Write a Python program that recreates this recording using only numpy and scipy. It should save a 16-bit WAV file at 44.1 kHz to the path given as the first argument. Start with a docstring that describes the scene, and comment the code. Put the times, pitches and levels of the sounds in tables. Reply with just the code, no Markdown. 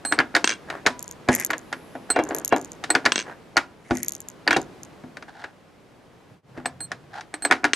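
"""A hand-operated reloading press is worked on a bench in a small room, close to the microphone.
The primer arm is flicked and pings, steel parts clack as damped modes, the arm drops and bounces to rest.
Under load the linkage ticks in slips, stops thud, cases crunch, the ram hisses and the turret rubs round.
More clacks, pings and drops follow; later cases scratch in grains, the level dips and hands shift their
grip in a soft rumble, then the last pings, clacks and a drop are heard. Room tone lies under it all."""
import sys
import numpy as np
from scipy import signal
from scipy.fft import rfft, irfft, next_fast_len
from scipy.io import wavfile

SR = 44100
rng = np.random.default_rng(int(sys.argv[2]) if len(sys.argv) > 2 else 0)


def bounce(signal):
    """Save signal as a 16-bit WAV file at the path given by the first command-line argument."""
    frames = np.transpose(np.atleast_2d(signal))
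    limited = np.clip(frames, -1, 1)
    pcm = np.round(limited * 32767).astype(np.int16)
    wavfile.write(sys.argv[1], SR, pcm)


N = 341775
TIME = np.arange(N) / SR
AGE = TIME[:SR // 3]   # time since a contact, s

# primer arm flicks: t/s, ring level/dB, time until damped/s, release click level/dB
FLICKS = [(0.05, -30, 0.096, -27.5), (2.102, -20.5, 0.016, -22), (2.903, -16, 0.001, -18.5),
          (6.657, -33, 0.0098, -23), (6.805, -35, 0.046, -40), (7.34, -35, 0.0031, -29.5),
          (7.422, -33, 0.022, -38.5), (7.4497, -21.5, 0.004, -19)]
# steel on steel: t/s, level/dB, hardness/dB, lag of second strike/s (0: none)
CLACKS = [(0.1226, -17.5, -1.5, 0.00084), (.189, -11.5, -10.5, 0.012), (0.3505, -12.5, 0.5, 0.013),
          (0.701, -27.5, 1.5, 0), (0.863, -13, 3.5, 0.006), (1.5033, -19.5, -3.5, 0.029),
          (1.7271, -24.5, 0.5, 0), (2.839, -28, 4.5, 0.0026), (2.951, -12.5, -0.5, 0),
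          (3.053, -21, 6, 0.00028), (3.061, -11.5, -0.5, 0), (3.5682, -13, 0.5, .007), (4.4762, -13, -4, 0),
          (4.5077, -13.5, -1.5, 0.021), (4.567, -30.5, 15.5, 0), (5.1695, -35, 0.5, .055),
          (5.44, -32.5, -3.5, .0041), (7.209, -37.5, 5, 0), (6.917, -29, 2, 0.00032),
          (7.5107, -10, -3, .012), (7.6422, -13.5, -3, 0.0085)]
# dull stops of ram, turret and handle: t/s, level/dB, hardness/dB, whole-bench shake re level/dB
THUDS = [(1.2867, -15.5, 8, -4), (1.952, -32.5, -4.5, -33), (2.161, -17, -0.5, -36), (2.189, -18, -2, -15),
         (2.308, -27.5, -2, -28.5), (2.524, -12.5, -5.5, -18), (2.562, -27.5, 6.5, -14.5),
         (3.9083, -21.5, 5, 1.5), (4.5632, -19.5, 4, -4.5), (5.037, -45.5, -1, 7), (6.575, -41.5, 4, 6)]
# ram at top of stroke: t/s, bench shake level/dB, handle rod hum level/dB
RAM_TOPS = [(.865, -34.5, -38), (3.569, -38, -48.5)]
# resonances of the arm's stop: f/Hz, width/Hz, relative level/dB
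STOP_MODES = [(1027, 23, -18), (1590, 130, 0.5), (2290, 140, -0.5), (2764, 68, -2), (3275, 64, -6),
              (4000, 64, -13), (6200, 350, 11)]
# spectrum of room tone and of the thumps' dense part: f/Hz, relative density/dB
ROOM_COLOUR = [(15, -56), (25, -20), (161, -6), (430, -8.5), (677, -12.5), (2350, -23.5), (16000, -45)]
TURN_S = 2.333   # turret turns


def from_db(db):
    """Decibels to gain."""
    return 10 ** (np.asarray(db) / 20)


def rms_one(x, size=None):
    """Scale so that the first `size` samples have rms 1."""
    return x / np.sqrt(np.mean(x[..., :size] ** 2) + 1e-20)


def at_hz(points, hz):
    """Read a spectrum on a log-frequency axis."""
    freqs, values = np.transpose(points)
    return np.interp(np.log(hz + 1), np.log(freqs), values)


def band(x, low_hz, high_hz):
    """Causal band-pass."""
    edges_hz = [low_hz, min(high_hz, SR / 2 - 500)]
    return signal.sosfilt(signal.butter(3, edges_hz, "band", fs=SR, output="sos"), x)


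def noise(colour, shape):
    """Rows of coloured noise, rms 1 overall."""
    size = next_fast_len(shape[-1])
    white = rfft(rng.standard_normal((*shape[:-1], size)))
    gain = from_db(at_hz(colour, np.fft.rfftfreq(size, 1 / SR)))
    return rms_one(irfft(white * gain, size)[..., :shape[-1]])


def stereo(mid, side, side_db):
    """Left and right from a common and an opposed part."""
    return mid + from_db(side_db) * np.array([side, -side])


def swell(s, half_s):
    """Gaussian envelope of height 1, falling to 1/e at half_s."""
    return np.exp(-np.minimum(((TIME - s) / half_s) ** 2, 50))


def strokes_gain(strokes):
    """Sum of swells, one per row: middle/s, half length/s, level/dB."""
    return sum(swell(s, half_s) * from_db(db) for s, half_s, db in strokes)


def place(times, levels_db, sounds):
    """Lay one stereo sound per event on the time line."""
    out = np.zeros((2, N + len(AGE)))
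    for k, (s, db) in enumerate(zip(times, levels_db)):
        start = int(np.clip(s * SR, 0, N))
        out[:, start:start + len(AGE)] += from_db(db) * sounds[:, k]
    return out[:, :N]


def each_rms_one(sounds, size):
    """Scale each stereo event to rms 1 over its first `size` samples."""
    return sounds / np.sqrt(np.mean(sounds[..., :size] ** 2, axis=(0, 2), keepdims=True))


def struck(modes, colour, count, low_hz, high_hz, crack_t60, dense_db, tail_t60, tail_db,
           side_db, size, linger_db, rise_hz=0, contact_s=.0002):
    """Stereo responses to `count` blows: damped modes, a crack of dense overtones, a weak tail of both."""
    hz, width_hz, mode_db = np.transpose(modes)[:, :, None]
    tail = from_db(-60 * AGE / tail_t60)
    # energy returning from the rest of the frame keeps the modes alive, the high ones less long
    linger = from_db(linger_db) * tail ** np.maximum(hz / 3000, 1)
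    decay = np.exp(-np.pi * width_hz * AGE) + linger
    rings = from_db(mode_db) * np.exp(2j * np.pi * hz * AGE) * decay
    # every contact drives the modes differently
    shape = (2, count, len(modes))
    drive = from_db(2 * rng.standard_normal(shape)) * np.exp(2j * np.pi * rng.random(shape))
    # one random shift per blow, common to its modes
    shift_hz = rise_hz + np.median(width_hz) / 2 * rng.standard_normal(count)
    shifted = (drive @ rings) * np.exp(2j * np.pi * shift_hz[:, None] * AGE)
    tones = rms_one(shifted.imag, size)
    crack_fade = from_db(-60 * AGE / crack_t60) + from_db(tail_db) * tail
    dense = rms_one(noise(colour, tones.shape) * crack_fade, size)
    attack = 1 - np.exp(-AGE / contact_s)
    mid, side = band((tones + from_db(dense_db) * dense) * attack, low_hz, high_hz)
    return each_rms_one(stereo(mid, side, side_db), size)


def scratch(strokes, modes, per_s, spread_db=3):
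    """Sliding or rattling metal catches in random grains that excite each resonance independently."""
    grain_db = spread_db * np.minimum(rng.exponential(1, N), 2)
    catches = (rng.random(N) < per_s / SR) * from_db(grain_db)
    rings = 0
    for hz, width_hz, db in modes:
        peak = np.concatenate(signal.iirpeak(hz, hz / width_hz, fs=SR))
        grains = catches * rng.standard_normal((2, N)) + 1e-18
        rings = rings + from_db(db) * rms_one(signal.sosfilt([peak, peak], grains))
    return rms_one(stereo(*rings, side_db=-11.5)) * strokes_gain(strokes)


def room_tone(level_db=-50.5):
    """Steady coloured noise, louder while the press is worked."""
    # floor level: t/s, change/dB
    stir = [(0, 4.5), (3, 5), (3.8, -0.5), (4.7, 4.5), (5.6, -2), (7.75, -0.5)]
    s, db = np.transpose(stir)
    hiss = rms_one(stereo(*noise(ROOM_COLOUR, (2, N)), side_db=-6.5))
    return from_db(level_db + np.interp(TIME, s, db)) * hiss


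def dip(middle_s=6.42, half_s=.085, floor_db=-22):
    """The level dips briefly: straight ramps down to a floor and back."""
    return np.clip(np.abs(TIME - middle_s) / half_s, from_db(floor_db), 1)


def room(x, wet_db=-14.5, wall_s=.0066):
    """Diffuse reflections from near walls: band noise that gets duller with time, wider in the treble."""
    # room decay: f/Hz, t60/s
    decay_t60 = [(250, 0.4), (900, 0.31), (2500, 0.23), (9000, 0.11)]
    response = np.zeros((2, len(AGE)))
    edges_hz = np.geomspace(80, 16000, 8)
    for low, high in zip(edges_hz, edges_hz[1:]):
        hz = np.sqrt(low * high)
        side_db = at_hz([(300, -24.5), (2000, -6)], hz)
        wash = stereo(*band(rng.standard_normal((2, len(AGE))), low, high), side_db=side_db)
        band_db = at_hz([(300, -2.5), (1700, -8.0), (8000, -18.0)], hz)
        response += wash * from_db(band_db - 60 * AGE / at_hz(decay_t60, hz))
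    onset = np.clip(AGE / wall_s - .5, 0, 1)   # ramp from 0.5 to 1.5 wall_s
    response *= onset * from_db(wet_db) / np.sqrt(SR / 100)
    return signal.fftconvolve(x.mean(axis=0)[None], response, axes=1)[:, :N]


def swish(s=1.83, half_s=.26, level_db=-62):
    """The oiled ram hisses faintly on its way down: a narrow band of high noise."""
    return rms_one(band(rng.standard_normal((2, N)), 10000, 11600)) * swell(s, half_s) * from_db(level_db)


def handling(s=6.73, half_s=.42, level_db=-49):
    """Hands taking a new grip make a soft, lumpy rumble: narrow low noise, same on both sides."""
    lumps = band(rng.standard_normal(N), 97, 176)
    return rms_one(lumps) * swell(s, half_s) * from_db(level_db)


def case_slides():
    """Cases scratch in their holder; the grains ring the brass."""
    # slides: middle/s, half length/s, level/dB
    slides = [(5.292, 0.012, -39.5), (5.41, 0.063, -43), (7.17, 0.041, -36)]
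    # brass case: f/Hz, width/Hz, relative level/dB
    case_modes = [(790, 240, 2.5), (1554, 540, 1), (3400, 3200, -7)]
    return scratch(slides, case_modes, per_s=1300)


def rattles():
    """Loose steel parts rattle: grains ring all stop modes but the last."""
    # rattles: middle/s, half length/s, level/dB
    bursts = [(.52, .026, -31), (2.185, 0.04, -34.5), (2.535, .016, -26), (4.538, 0.018, -23.5)]
    return scratch(bursts, STOP_MODES[:-1], per_s=660)


def crunches():
    """Cases crunch in the die; the grains ring its broad resonances."""
    # crunches: middle/s, half length/s, level/dB
    squeezes = [(1.335, 0.02, -27.5), (1.405, 0.039, -33.5), (3.975, 0.089, -44)]
    # die: f/Hz, width/Hz, relative level/dB
    die_modes = [(2000, 630, 7), (6450, 2600, -1), (9700, 2000, -5.5)]
    return scratch(squeezes, die_modes, per_s=690)


def rub(grain_db=3.5, frame_hz=1700, frame_db=5):
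    """Sliding surfaces catch in small grains, ring the frame and rumble through the bench."""
    # sliding parts and fingers: middle/s, half length/s, scrape level/dB
    strokes = [(0.741, 0.055, -36.5), (1.38, 0.066, -41), (3.296, 0.04, -38), (6.585, 0.03, -42.5)]
    # friction noise: f/Hz, relative density/dB
    rub_colour = [(200, -16.5), (300, 10), (800, -2.5), (1600, -8.5), (3500, -26.5), (12000, -40)]
    rumble_db = -6.5   # in a stroke, re scrape
    turn_half_s, turn_rumble_db, turn_scrape_db = .083, -34, -37.5
    flutter = rms_one(band(rng.standard_normal(N), 32, 210))
    grains = rms_one(from_db(grain_db * flutter))
    rumble = rms_one(band(stereo(*noise(rub_colour, (2, N)), side_db=-16.0), 280, 1200))
    friction = band(stereo(*noise(rub_colour, (2, N)), side_db=-9.5), 630, 13000)
    frame_ring = signal.lfilter(*signal.iirpeak(frame_hz, 8, fs=SR), friction)
    scrape = rms_one(friction + from_db(frame_db) * frame_ring)
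    slides = strokes_gain(strokes) * (scrape + from_db(rumble_db) * rumble)
    turn = from_db(turn_rumble_db) * rumble + from_db(turn_scrape_db) * scrape
    return grains * (slides + swell(TURN_S, turn_half_s) * turn)


def rod(hz=985, t60=0.7):
    """One long bending mode of the handle hums as the ram tops out."""
    s, _, db = np.transpose(RAM_TOPS)
    hum = np.sqrt(2) * np.sin(2 * np.pi * hz * AGE) * from_db(-60 * AGE / t60)
    return place(s, db, np.broadcast_to(hum, (2, len(s), len(AGE))))


def slips(after_s=.012, after_db=-11):
    """Stick-slip (s, dB): each slip is trailed by two weaker ones as the joint settles."""
    # linkage slips: t/s, relative level/dB
    snaps = [(.993, -39), (1.027, -36), (1.079, -40.5), (1.112, -39), (1.336, -40), (1.3503, -22),
             (1.3988, -28), (1.4481, -23.5), (1.509, -38), (1.581, -40.5), (2.238, -39), (2.290, -40),
             (2.3479, -28), (2.385, -33.5), (2.448, -26), (2.4782, -30.5), (2.563, -38.5), (2.582, -45),
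             (2.614, -43), (2.647, -41), (2.7186, -41), (3.953, -42), (3.971, -33.5), (4.031, -28),
             (4.063, -46), (4.083, -25), (4.121, -34), (4.151, -37.5), (4.204, -39), (4.286, -37.5),
             (4.616, -43), (4.833, -42)]
    trailing = [(s + k * after_s * rng.uniform(.8, 1.4), db + k * after_db) for s, db in snaps for k in (1, 2)]
    return snaps + trailing


def creak(left_lead_s=.000028, grit_db=-19, grit_t60=0.019, top_db_per_db=0.87, rise_s=0.0002):
    """Slips of the loaded linkage snap a small steel part into damped modes, with a little grit noise."""
    # linkage: f/Hz, width/Hz, relative level/dB, left-right/dB
    tick_modes = [(5340, 2500, 4, 9), (6820, 750, 11.5, -1.5), (8700, 860, 1.5, 2), (11580, 140, 3.5, 7)]
    s, db = np.transpose(slips())
    hz, width_hz, mode_db, pan_db = np.transpose(tick_modes)[:, :, None]
    drive = from_db(2.5 * rng.standard_normal((len(s), len(hz))))
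    # harder slips drive the top mode more
    drive[:, -1] *= from_db(top_db_per_db * (db + 26))
    # modes shift with the point of contact
    hz = hz + width_hz / 4 * rng.standard_normal((*drive.shape, 1))
    sides = []
    for t, lean_db in ((AGE + left_lead_s, pan_db / 2), (AGE, -pan_db / 2)):
        envelope = (1 - np.exp(-t / rise_s)) * np.exp(-np.pi * width_hz * t)
        rings = from_db(mode_db + lean_db) * envelope * np.sin(2 * np.pi * hz * t)
        sides.append(np.sum(drive[..., None] * rings, axis=1))
    snaps = each_rms_one(np.array(sides), 350)
    grit = band(rng.standard_normal(snaps.shape) * from_db(-60 * AGE / grit_t60), 1500, 14000)
    ticks = snaps + from_db(grit_db) * rms_one(grit, size=350)
    return band(place(s, db + 4.0, ticks), low_hz=1500, high_hz=13400)


def holder():
    """The shell holder rings briefly in damped modes when the ram is jolted."""
    # jolts: t/s, level/dB
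    jolts = [(.189, -11.5), (.3503, -13), (2.951, -14.5), (3.06, -13.5), (3.5693, -9.5), (4.477, -10.5)]
    # shell holder: f/Hz, width/Hz, relative level/dB
    holder_modes = [(4240, 110, -8), (4600, 130, 0.5)]
    s, db = np.transpose(jolts)
    hz, width_hz, mode_db = np.transpose(holder_modes)[:, :, None]
    hz = hz + width_hz / 2 * rng.standard_normal((len(s), len(hz), 1))
    decay = from_db(mode_db) * np.exp(-np.pi * width_hz * AGE)
    rings = np.sum(decay * np.sin(2 * np.pi * hz * AGE), axis=1)
    return place(s, db, np.array([rings, rings]))


def shakes(clack_db=-22):
    """Every push on the whole bench as (s, dB); it gives a little under every clack."""
    return ([(s, db + shake_db) for s, db, _, shake_db in THUDS] + [(s, db) for s, db, _ in RAM_TOPS]
            + [(s, db + clack_db) for s, db, _, _ in CLACKS])


def thumps():
    """The whole bench gives under a push and rings in its lowest modes."""
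    s, db = np.transpose(shakes())
    low_modes = [(114, 29, -7), (252.3, 9, -4.0), (342, 21, -2.5)]   # f/Hz, width/Hz, relative level/dB
    bench = struck(low_modes, ROOM_COLOUR, count=len(s), low_hz=35.6, high_hz=480, crack_t60=0.084,
                   dense_db=-2.5, tail_t60=0.72, tail_db=-15.5, side_db=-14.0, size=900, linger_db=-28.0)
    return place(s, db, bench)


def arm_ring(s, low_db, high_db, free_s, free_t60=0.59, damped_t60=0.059, top_db=-24,
             attack_s=0.00016, rest_db=-24, rest_t60=.14, body_db=-27):
    """Thin steel rings in four partials, trembling on its loose pivot, until a touch damps all but a trace."""
    # partials of body, low, high, top: f/Hz
    arm_hz = [1680, 4221, 8100, 12500]
    buzz_db, wobble_rad, rattle_rad = 1.5, .15, .8   # rattle adds to the wobble once damped
    damping = from_db(-60 * np.maximum(AGE - free_s[:, None], 0) / damped_t60)
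    trace = from_db(rest_db - 60 * AGE / rest_t60)
    attack = 1 - np.exp(-AGE / attack_s)
    fade = (from_db(-60 * AGE / free_t60) * damping + trace) * attack
    out = 0
    for hz, db in zip(arm_hz, (high_db + body_db, low_db, high_db, high_db + top_db)):
        loudness, wobble = rms_one(band(rng.standard_normal((2, *fade.shape)), 20, 170))
        # the pivot grips a little differently each time
        pitch_hz = hz * rng.normal(1, .003, (len(s), 1))
        phase = 2 * np.pi * (pitch_hz * AGE + rng.random((len(s), 1)))
        phase = phase + (wobble_rad + rattle_rad * (1 - damping)) * wobble
        ring = np.sqrt(2) * np.sin(phase) * fade * from_db(buzz_db * loudness)
        out = out + place(s, db, np.array([ring, ring * from_db(4.0)]))   # right louder
    return out


ARM_LOW_DB = -8.5   # low partial re high partial


def rebounds(count=8, restitution=.56, loss_db=3.5, chatter_s=.0086):
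    """Touches (s, dB) of the dropped arm: flights shrink by a fixed share to a chatter, touches weaken."""
    # drops on the stop: t/s, level/dB, first flight/s
    drops = [(.443, -13, .032), (3.12, -15, .0378), (7.7334, -14, .035)]
    k, touches = np.arange(count), []
    for s, db, first_s in drops:
        flights = np.maximum(first_s * restitution ** k, chatter_s)
        touches += zip(s + np.cumsum(flights) - flights, db - loss_db * k)
    return touches


def bounces(ring_db=-22, ring_s=0.013):
    """The primer arm drops on its stop and rebounds ever sooner, ringing a little at each touch."""
    # dense overtones of the stop: f/Hz, relative density/dB
    stop_colour = [(130, -29), (220, 5), (839, -9.5), (1510, 1.5), (6400, -5.5), (8310, -17), (14000, -48)]
    s, db = np.transpose(rebounds())
    clacks = struck(STOP_MODES, stop_colour, count=len(s), low_hz=240, high_hz=8570, crack_t60=0.011,
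                    dense_db=1.0, tail_t60=0.17, tail_db=-24, side_db=-14.0, size=350, linger_db=-35)
    high_db = db + ring_db
    return place(s, db, clacks) + arm_ring(s, high_db + ARM_LOW_DB, high_db, np.full(len(s), ring_s))


def pings():
    """The primer arm is flicked and rings until it is damped."""
    s, db, free_s, _ = np.transpose(FLICKS)
    return arm_ring(s, db + ARM_LOW_DB, db, free_s)


def contacts():
    """Every blow as (s, bench dB, frame dB, steel dB): clacks favour the frame, thuds the bench."""
    second_db = -3                                  # second strike re first
    clack_bench_db, clack_steel_db = -11, -10       # re frame
    flick_bench_db = -5                             # re frame
    thud_frame_db, thud_steel_db = -4.5, -20        # re bench
    rebound_s, rebound_db = .007, -8                # a heavy stop lands twice
    clacks = [(s, db, hard) for s, db, hard, _ in CLACKS]
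    clacks += [(s + lag, db + second_db, hard) for s, db, hard, lag in CLACKS if lag > 0]
    thuds = [(s + k * rebound_s, db + k * rebound_db, hard) for s, db, hard, _ in THUDS for k in (0, 1)]
    return ([(s, db + clack_bench_db, db, db + clack_steel_db + hard) for s, db, hard in clacks]
            + [(s, db + flick_bench_db, db, db + clack_steel_db) for s, _, _, db in FLICKS]
            + [(s, db, db + thud_frame_db + hard / 2, db + thud_steel_db + hard) for s, db, hard in thuds])


def knocks(slack_s=.009, slack_db=-19, index_half_s=.36, index_rise_hz=25):
    """Each knock rings the bench, the cast frame and the small steel parts in its own proportion."""
    # resonances of each part: f/Hz, width/Hz, relative level/dB
    bench_modes = [(274.3, 11.3, -3.5), (291, 40.5, 1), (347, 18, -8.5), (454, 38, -5.5), (708, 74, 9),
                   (784, 79, 4.5)]
    frame_modes = [(1428, 50, -1.5), (1500, 55, -4.5), (1693, 61, 0.5), (1847, 55, -2.5), (2116, 110, -2.5),
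                   (2282, 160, -3), (2770, 130, -14)]
    steel_modes = [(3818, 210, 4.5), (4700, 160, -2), (5890, 190, -9), (6550, 370, 4)]
    # dense overtones: f/Hz, relative density/dB
    knock_colour = [(100, -34), (170, -21), (284, -3.5), (1230, -6.5), (1700, -6), (2890, -13.5),
                    (5000, -14.5), (12500, -34), (16000, -64)]
    s, bench_db, frame_db, steel_db = np.transpose(contacts())
    # the bench modes are stiffer while the turret is engaged
    rise_hz = index_rise_hz * np.interp(s, TIME, swell(TURN_S, index_half_s))
    bench = struck(bench_modes, knock_colour, count=len(s), low_hz=232, high_hz=966, crack_t60=0.13,
                   dense_db=0, tail_t60=0.23, tail_db=-16.5, side_db=-21.5, size=700, linger_db=-28.5,
                   rise_hz=rise_hz)
    frame = struck(frame_modes, knock_colour, count=len(s), low_hz=900, high_hz=2930, crack_t60=0.041,
                   dense_db=0, tail_t60=0.14, tail_db=-9.0, side_db=-11.5, size=350, linger_db=-26.5)
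    steel = struck(steel_modes, knock_colour, count=len(s), low_hz=2980, high_hz=12200, crack_t60=0.027,
                   dense_db=9.5, tail_t60=0.18, tail_db=-16.5, side_db=-11.5, size=350, linger_db=-24.5)
    # play in the joints is taken up with a soft touch before each knock, in another blow's sound
    touch = place(s - slack_s, frame_db + slack_db, np.roll(bench + frame / 2, 1, axis=1))
    low = (place(s, bench_db, bench) + touch) * from_db([[.6], [-.6]])   # leans left
    return low + place(s, frame_db, frame) + place(s, steel_db, steel)


def scene():
    """The press in its room over a low room tone; creaks and crunches are heard only directly."""
    press = (knocks() + holder() + thumps() + bounces() + pings() + rod() + rub() + swish() + handling()
             + case_slides() + rattles())
    return (press + room(press) + creak() + crunches() + room_tone()) * dip()


def record(dry, microphone_hz=13200, cutoff_hz=16000):
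    """The microphone rolls off its top, the loudest peaks are rounded and all above the cutoff is removed."""
    roll_off = signal.butter(4, min(microphone_hz, SR / 2 - 500), fs=SR, output="sos")
    heard = signal.sosfilt(roll_off, dry)
    rounded = 1.2 * np.tanh(heard / 1.2)
    return signal.sosfilt(signal.ellip(12, .1, 110, cutoff_hz, fs=SR, output="sos"), rounded)


dry = scene()
out = record(dry)
bounce(out)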